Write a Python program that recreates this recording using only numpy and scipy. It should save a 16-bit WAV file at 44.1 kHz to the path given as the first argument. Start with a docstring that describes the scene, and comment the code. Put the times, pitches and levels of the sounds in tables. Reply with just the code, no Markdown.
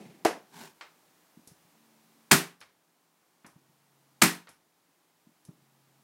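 """Over room air and a faint drone, an electric staple gun judders off a wooden table and knocks once.
A canvas frame then rubs into place: coloured noise. Plastic clacks and switch ticks are short noise bursts.
Three times the nose bumps onto the frame and a two-tone hum follows. In the first two, a staple is fired:
cracks of decaying noise with room echoes, thuds of short low swings, rings of decaying sines.
The recorder's gain ducks when the sound is loud and creeps back."""
import sys
import numpy as np
from scipy import signal
from scipy.fft import rfft, irfft
from scipy.io import wavfile
from scipy.ndimage import uniform_filter1d

SR = 44100
rng = np.random.default_rng(int(sys.argv[2]) if len(sys.argv) > 2 else 0)


def master(y):
    """Save y as 16-bit WAV."""
    cut = np.clip(np.atleast_2d(y).T, -1, 1)
    pcm = np.round(cut * 32767)  # scale
    wavfile.write(sys.argv[1], SR, pcm.astype(np.int16))


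N = 265967
TIME_S = np.arange(N) / SR
AGE_S = TIME_S[:SR * 3 // 5]  # time since a blow


def undb(db):
    """Decibels to amplitude gain."""
    return 10 ** (np.asarray(db) / 20)


def unit_energy(x):
    """Scale to an energy of one."""
    return x / np.sqrt(np.sum(x ** 2))


def unit_rms(x):
    """Scale a full-length signal to an rms of one."""
    return unit_energy(x) * np.sqrt(N)


def fade(t60_s):
    """Exponential decay that loses 60 dB in t60_s."""
    return np.exp(-np.log(1000) * AGE_S / t60_s)


def at(points, hz):
    """Read (Hz, value) points on a log-frequency axis."""
    point_hz, value = np.transpose(points)
    return np.interp(np.log(hz + 1), np.log(point_hz), value)


def colour(x, points, size=4096):
    """Minimum-phase filter with the given (Hz, dB) shape, by folding its cepstrum to be causal."""
    gain = undb(at(points, np.fft.rfftfreq(size, 1 / SR)))
    cepstrum = irfft(np.log(gain))
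    cepstrum[1:size // 2] *= 2
    cepstrum[size // 2 + 1:] = 0
    impulse = irfft(np.exp(rfft(cepstrum)))
    return signal.fftconvolve(x, impulse)[:len(x)]


def add(track, start_s, sound):
    """Mix a sound into the track at a time."""
    i = int(start_s * SR)
    track[i:i + len(sound)] += sound[:N - i]


# Room decay. Each row: frequency in Hz, t60 in s.
ROOM_DECAY = [(100, 0.45), (500, .32), (1500, 0.27), (4000, 0.27), (8000, 0.23), (14000, 0.24)]


def room(gap_s, build_s):
    """Echoes of one blow: after a short gap they thicken, then each band decays at its own rate."""
    f = np.fft.rfftfreq(len(AGE_S), 1 / SR)
    noise = rfft(rng.standard_normal(len(AGE_S)))
    centres_hz = np.geomspace(100, 16000, 7)
    tail = 0
    for hz, share in zip(centres_hz, np.eye(len(centres_hz))):
        band = irfft(noise * np.interp(f, centres_hz, share), len(AGE_S))
        tail = tail + band * fade(at(ROOM_DECAY, hz))
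    return unit_energy(tail * np.clip((AGE_S - gap_s) / build_s, 0, 1))


def dull_db(hz, bright_hz):
    """A softer contact loses what lies above its brightness."""
    return -10 * np.log10(1 + (hz / bright_hz) ** 4)


ROOM_DB = -3  # echoes against the direct crack


def crack(points, t60_s, bright_hz=20000):
    """Crowded, quickly damped modes of a hard contact, as decaying noise, and their echoes."""
    softened = [(hz, db + dull_db(hz, bright_hz)) for hz, db in points]
    direct = unit_energy(rng.standard_normal(len(AGE_S)) * fade(t60_s))
    echoes = undb(ROOM_DB) * room(gap_s=0.0053, build_s=0.0045)
    return unit_energy(colour(direct + echoes, softened))


def ring(modes, scatter_db=0):
    """Decaying modes, neighbours in opposite directions; where the blow lands varies their strengths."""
    luck_db = scatter_db * rng.standard_normal(len(modes))
    total = 0
    for k, (hz, db, t60_s) in enumerate(modes):
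        gain = (-1) ** k * undb(db + luck_db[k])
        total = total + gain * fade(t60_s) * np.sin(2 * np.pi * hz * AGE_S)
    return unit_energy(total)


def thud(hz, cycles):
    """A soft push on wood: a swing that builds and dies within a few cycles."""
    turn = hz * AGE_S
    return unit_energy(-turn ** 2 * np.exp(-2 * turn / cycles) * np.sin(2 * np.pi * turn))


def narrow(hz, width_hz):
    """A wavering tone: noise in one sharp resonance, rms one."""
    f = np.fft.rfftfreq(N, 1 / SR)
    resonance = 1 / (1 + ((f - hz) / width_hz) ** 2)
    return unit_rms(irfft(rfft(rng.standard_normal(N)) * resonance, N))


# Colour of the room air. Each row: frequency in Hz, level in dB.
AIR_COLOUR = [(30, -4.5), (70, -3), (110, 2.5), (170, 7), (330, 10.5), (520, 6), (850, 9), (1500, 3.5),
              (3000, -0.5), (8000, -3), (15500, -4.5)]
AIR_DB = -65.5
# Faint low drone. Each row: frequency in Hz, width in Hz, level in dB.
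DRONE_TONES = [(166, 11, -79.5), (271, 23, -84), (306, 14, -83.5)]


def background():
    """Steady room air as coloured noise, and a faint low drone of narrow noise bands."""
    air = undb(AIR_DB) * unit_rms(colour(rng.standard_normal(N), AIR_COLOUR))
    return air + sum(undb(db) * narrow(hz, width_hz) for hz, width_hz, db in DRONE_TONES)


def hum(hz, waver_hz, waver_db):
    """A steady tone, rms near one, that wavers a little in pitch and level."""
    knots_s = np.linspace(0, TIME_S[-1], 50)
    drift = np.interp(TIME_S, knots_s, rng.standard_normal(len(knots_s)))
    level = np.interp(TIME_S, knots_s, rng.standard_normal(len(knots_s)))
    phase = 2 * np.pi * np.cumsum(hz + waver_hz * drift) / SR
    return np.sqrt(2) * undb(waver_db * level) * np.sin(phase)


def swell(start_s, end_s, attack_s, release_s):
    """Gain over time: rise from the start, hold until the end, then fall."""
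    rise = np.clip((TIME_S - start_s) / attack_s, 0, 1)
    return rise * np.clip(1 - (TIME_S - end_s) / release_s, 0, 1)


# Hum while the gun is held home. Each row: start in s, end in s, lower tone in dB, upper tone in dB.
HOLD_HUMS = [(1.72, 2.321, -84.5, -72.5), (3.51, 4.23, -72.5, -78), (5.51, 6.03, -69.5, -73.5)]
HUM_ATTACK_S, HUM_RELEASE_S = 0.071, .12


def holds():
    """Two low tones hum for as long as the gun is held against the frame."""
    low = hum(hz=137, waver_hz=2, waver_db=1.5)
    high = hum(hz=222, waver_hz=2.3, waver_db=4.0)
    out = np.zeros(N)
    for start_s, end_s, low_db, high_db in HOLD_HUMS:
        tones = undb(low_db) * low + undb(high_db) * high
        out += swell(start_s, end_s, HUM_ATTACK_S, HUM_RELEASE_S) * tones
    return out


def rub(points, rough_db):
    """Sliding friction, rms one: dense tiny slips whose size changes every 128 samples."""
    size_db = rough_db * np.repeat(rng.standard_normal(N // 128 + 1), 128)[:N]
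    slips = rng.standard_normal(N) * undb(size_db)
    return unit_rms(colour(slips, points))


# Colour of the frame sliding on the table. Each row: frequency in Hz, level in dB.
SLIDE_SPECTRUM = [(47, -48), (80, -21), (165, -0.5), (267, 0.5), (325, -14.5), (379, 1), (503, -17.5),
                  (909, -2.5), (1290, -16), (1540, -7), (1910, -14), (2330, -14), (7780, -18.5),
                  (15000, -25.5)]
SLIDE_PEAK_S, SLIDE_HALF_S, SLIDE_DB, SLIDE_ROUGH_DB = .615, 0.08, -47.5, 1.8


def slide():
    """The frame rubs over the table, loudest in the middle of one push."""
    push = np.exp(-np.abs((TIME_S - SLIDE_PEAK_S) / SLIDE_HALF_S) ** 3)
    return undb(SLIDE_DB) * push * rub(SLIDE_SPECTRUM, rough_db=SLIDE_ROUGH_DB)


# Boom of the frame and table top. Each row: frequency in Hz, level in dB, t60 in s.
WOOD_BOOM = [(150, 1, .24), (174, 0, .32), (221, -4, .28), (268, 3, .23), (321, 1, .25), (389, -3, .26),
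             (444, -10, .3), (597, -9, .23)]
# Colour of a plastic clack. Each row: frequency in Hz, level in dB.
CLACK_COLOUR = [(100, -28.5), (400, -7), (1100, 2.5), (2200, 1), (3000, -4), (4000, -4.5), (6000, -9.5),
                (10000, -17), (16000, -22.5)]


def bump(hz):
    """A soft contact thuds, with a trace of the frame's ring and of the plastic shell."""
    shell = crack(CLACK_COLOUR, t60_s=0.048, bright_hz=1205)
    return thud(hz, cycles=1.11) + undb(-8.5) * ring(WOOD_BOOM) + undb(-26.0) * shell


# Colour of the gun dragging on the table. Each row: frequency in Hz, level in dB.
DRAG_SPECTRUM = [(59, -54), (100, -22.5), (162, -3), (390, -9), (538, -18), (772, -14.5), (1150, -33),
                 (2230, -23.5), (3140, -31), (12000, -41.5), (15600, -76), (22000, -120)]
# the scrape weakens as the hand takes the gun's weight
DRAG_DB, DRAG_FADE_DB_PER_S = -45.5, 62
JUDDER_START_S, JUDDER_PERIOD_S = .008, .045
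JUDDER_HZ, STICK_DB = 208, -4.5  # pitch of a slip's thud; drop of the scrape before the next slip
JUDDER_PEAK_S, JUDDER_DB, JUDDER_FALL_DB_PER_S = 0.06, -25.5, 104


def drag(count=4):
    """The gun sticks and slips over the table: thuds at even slips, and a scrape until it knocks."""
    stuck = (TIME_S - JUDDER_START_S) / JUDDER_PERIOD_S % 1
    on_table = TIME_S < KNOCK_HITS[0][0]
    scrape_db = DRAG_DB - DRAG_FADE_DB_PER_S * TIME_S + STICK_DB * stuck
    out = on_table * undb(scrape_db) * rub(DRAG_SPECTRUM, rough_db=1.0)
    for slip_s in JUDDER_START_S + JUDDER_PERIOD_S * np.arange(count):
        slip_db = JUDDER_DB - JUDDER_FALL_DB_PER_S * abs(slip_s - JUDDER_PEAK_S)
        add(out, slip_s, undb(slip_db) * bump(JUDDER_HZ))
    return out


# Knock on the table. Each row: start in s, shell level in dB, table level in dB, brightness in Hz.
KNOCK_HITS = [(0.2496, 3, -16, 16150), (0.2527, 5, 9.5, 3007), (0.2638, -2, -10.5, 6000)]
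# Colour of the knock. Each row: frequency in Hz, level in dB.
KNOCK_COLOUR = [(70, -38.5), (110, -24.5), (170, -7), (310, 1), (480, 3), (750, 6), (1100, 0), (1700, -0.5),
                (2800, -5.5), (3700, -10.5), (5000, -6.5), (7000, -9.5), (11000, -10.5), (16000, -24.5)]
# Ring of the knock. Each row: frequency in Hz, level in dB, t60 in s.
KNOCK_RING = [(330, -11.5, 0.13), (439.5, -15.5, .12), (615.5, -6.5, .05), (698.4, 2, 0.022),
              (750, 1.5, 0.03), (847, -15.5, 0.087), (985, -17, .06)]


def knock():
    """The lifted gun knocks on the table: close contacts, each a crack of the shell and a ring."""
    out = np.zeros(N)
    for start_s, shell_db, table_db, bright_hz in KNOCK_HITS:
        shell = undb(shell_db) * crack(KNOCK_COLOUR, t60_s=.032, bright_hz=bright_hz)
        add(out, start_s, shell + undb(table_db) * ring(KNOCK_RING))
    return out


# Clacks of nose and trigger. 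Each row: start in s, level in dB, brightness in Hz,
# bounce in dB against the clack.
CLACK_HITS = [(0.81, -15, 5450, -9), (2.6134, -16, 6550, -7.5), (3.446, -20, 1560, -4),
              (4.471, -20, 3997, -1.5)]
BOUNCE_S, CLACK_SCATTER_DB = .012, 2.5


def clacks():
    """Plastic parts crack, bounce once and stir the gun's modes."""
    out = np.zeros(N)
    for start_s, db, bright_hz, bounce_db in CLACK_HITS:
        stirred = [(hz, mode_db + dull_db(hz, bright_hz), t60_s) for hz, mode_db, t60_s in GUN_RING]
        for hit_s, hit_db in (start_s, db), (start_s + BOUNCE_S, db + bounce_db):
            plastic = crack(CLACK_COLOUR, t60_s=0.045, bright_hz=bright_hz)
            gun = undb(-9.0) * ring(stirred, scatter_db=CLACK_SCATTER_DB)
            add(out, hit_s, undb(hit_db) * (plastic + gun))
    return out


# Ticks of safety switch and trigger spring. Each row: start in s, level in dB.
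TICK_HITS = [(1.474, -23), (2.605, -24), (3.464, -24), (4.49, -21), (5.451, -27)]
# Colour of a tick. Each row: frequency in Hz, level in dB.
TICK_COLOUR = [(300, 0), (1900, -21), (3000, -16), (4600, -10), (5500, -3), (7500, -7.5), (10500, -2.5),
               (12300, -11), (13500, -15), (16000, -39)]


def ticks():
    """Switch and spring tick: short coloured cracks."""
    out = np.zeros(N)
    for start_s, db in TICK_HITS:
        add(out, start_s, undb(db) * crack(TICK_COLOUR, t60_s=0.04))
    return out


# Presses on the frame. Each row: touch in s, touch level in dB, home in s, home level in dB.
NOSE_PRESSES = [(1.37, -24, 1.512, -27), (3.444, -22, 3.556, -23), (5.268, -25.5, 5.484, -11.5)]
TOUCH_HZ, HOME_HZ = 219, 154.3  # pitch of the light and of the firm bump
REBOUND_S, REBOUND_DB = 0.022, -6  # after the touch; against the touch
SETTLE_S, SETTLE_DB = .133, -35.5  # after the nose is home


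def presses():
    """The nose touches the frame and rebounds, sinks home, and the frame settles: four soft bumps."""
    out = np.zeros(N)
    for touch_s, touch_db, home_s, home_db in NOSE_PRESSES:
        add(out, touch_s, undb(touch_db) * bump(TOUCH_HZ))
        add(out, touch_s + REBOUND_S, undb(touch_db + REBOUND_DB) * bump(TOUCH_HZ))
        add(out, home_s, undb(home_db) * bump(HOME_HZ))
        add(out, home_s + SETTLE_S, undb(SETTLE_DB) * bump(HOME_HZ))
    return out


HOLLOW_HZ = 750  # centre of the mid tone, which depends on where the nose rests


def hollowed(rows, mid_db):
    """Lift or cut the region around the hollow mid tone in (Hz, dB, ..) rows."""
    return [(hz, db + mid_db * np.exp(-2 * np.log2(hz / HOLLOW_HZ) ** 2), *rest) for hz, db, *rest in rows]


# Shots. Each row: start in s, level in dB, delay until the plunger falls back in s, hollow mid tone in dB.
SHOT_HITS = [(2.3139, 18.5, .0375, 0), (4.2191, 17, .039, -2.5)]
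# One stroke: plunger starts, meets the staple, drives it home, rebounds and rattles.
# Each row: time from the hit in s, steel level in dB, brightness in Hz, wood level in dB.
STROKE_CONTACTS = [(-.003, -20.5, 7000, -52), (0.0, -1.5, 7432, -23), (.0033, 2.5, 15980, -6),
                   (.0052, -6, 4970, -18.5), (0.013, -11, 12930, -11.5), (0.0146, -5.5, 10010, -22),
                   (.0178, -5.5, 20190, -17)]
# Colour of the steel driver's crack. Each row: frequency in Hz, level in dB.
STEEL_COLOUR = [(90, -24.5), (250, -2.5), (500, -7.5), (750, 0), (1400, 3.5), (1900, 3), (3300, -2),
                (5500, -2.5), (8500, -1), (12000, -3), (14000, -5), (16000, -9)]
# Ring of the gun's mechanism and shell. Each row: frequency in Hz, level in dB, t60 in s.
GUN_RING = [(696, 1.5, 0.19), (924, -3.5, 0.16), (1044, -0.5, 0.24), (1197, -1.5, 0.053), (1453, -1, .14),
            (1885, 1.5, 0.23), (2050, -5, 0.13), (2264, -0.5, .14), (2440, -0.5, .17), (3180, -5.5, .14),
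            (3680, -7.5, 0.12), (4382, 1, .16), (5170, -5.5, 0.22), (6700, -10.5, 0.16), (7750, -4, .13),
            (9400, -7, .13), (9140, -5.5, .16)]


def shots():
    """Each stroke is a quick run of steel cracks and wooden thuds; gun and frame ring on."""
    out = np.zeros(N)
    for shot_s, db, back_s, mid_db in SHOT_HITS:
        for lag_s, steel_db, bright_hz, wood_db in STROKE_CONTACTS:
            steel = crack(hollowed(STEEL_COLOUR, mid_db), t60_s=0.03, bright_hz=bright_hz)
            add(out, shot_s + lag_s, undb(db + steel_db) * steel)
            add(out, shot_s + lag_s, undb(db + wood_db) * thud(hz=242, cycles=.9))
        add(out, shot_s, undb(db - 4.5) * ring(hollowed(GUN_RING, mid_db), scatter_db=1.5))
        add(out, shot_s + .005, undb(db - 2.0) * ring(WOOD_BOOM, scatter_db=3.0))
        # the spring throws the plunger back on its buffer
        add(out, shot_s + back_s, undb(db - 13) * thud(hz=190, cycles=0.63))
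    return out


def scene():
    """Quiet room, handling and two shots, heard by one microphone."""
    handling = slide() + drag() + knock() + clacks() + ticks() + presses()
    return (background() + holds() + handling + shots())[None]


def gain_control(x, top_db, recover_db_per_s, window_s):
    """Turn down at once when the sound passes the threshold, then recover slowly."""
    power = uniform_filter1d(x ** 2, int(window_s * SR) + 1)
    over_db = np.maximum(10 * np.log10(np.maximum(power, 1e-12)) - top_db, 0)
    recovered_db = recover_db_per_s * TIME_S
    return x * undb(recovered_db - np.maximum.accumulate(over_db + recovered_db))


MIC_LOW_HZ, TOP_HZ = 84, 15800


def record(dry):
    """A small microphone thins the bass; then gain control, rounded peaks and a steep top cut."""
    high_pass = signal.butter(2, MIC_LOW_HZ, "high", fs=SR, output="sos")
    thin = signal.sosfilt(high_pass, dry[0])
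    held = gain_control(thin, top_db=-10.5, recover_db_per_s=2.0, window_s=0.0063)
    rounded = 1.2 * np.tanh(held / 1.2)
    top_cut = signal.ellip(10, .2, 80, TOP_HZ, fs=SR, output="sos")  # 0.2 dB ripple, 80 dB stopband
    return signal.sosfilt(top_cut, rounded)[None]


dry = scene()
out = record(dry)
master(out)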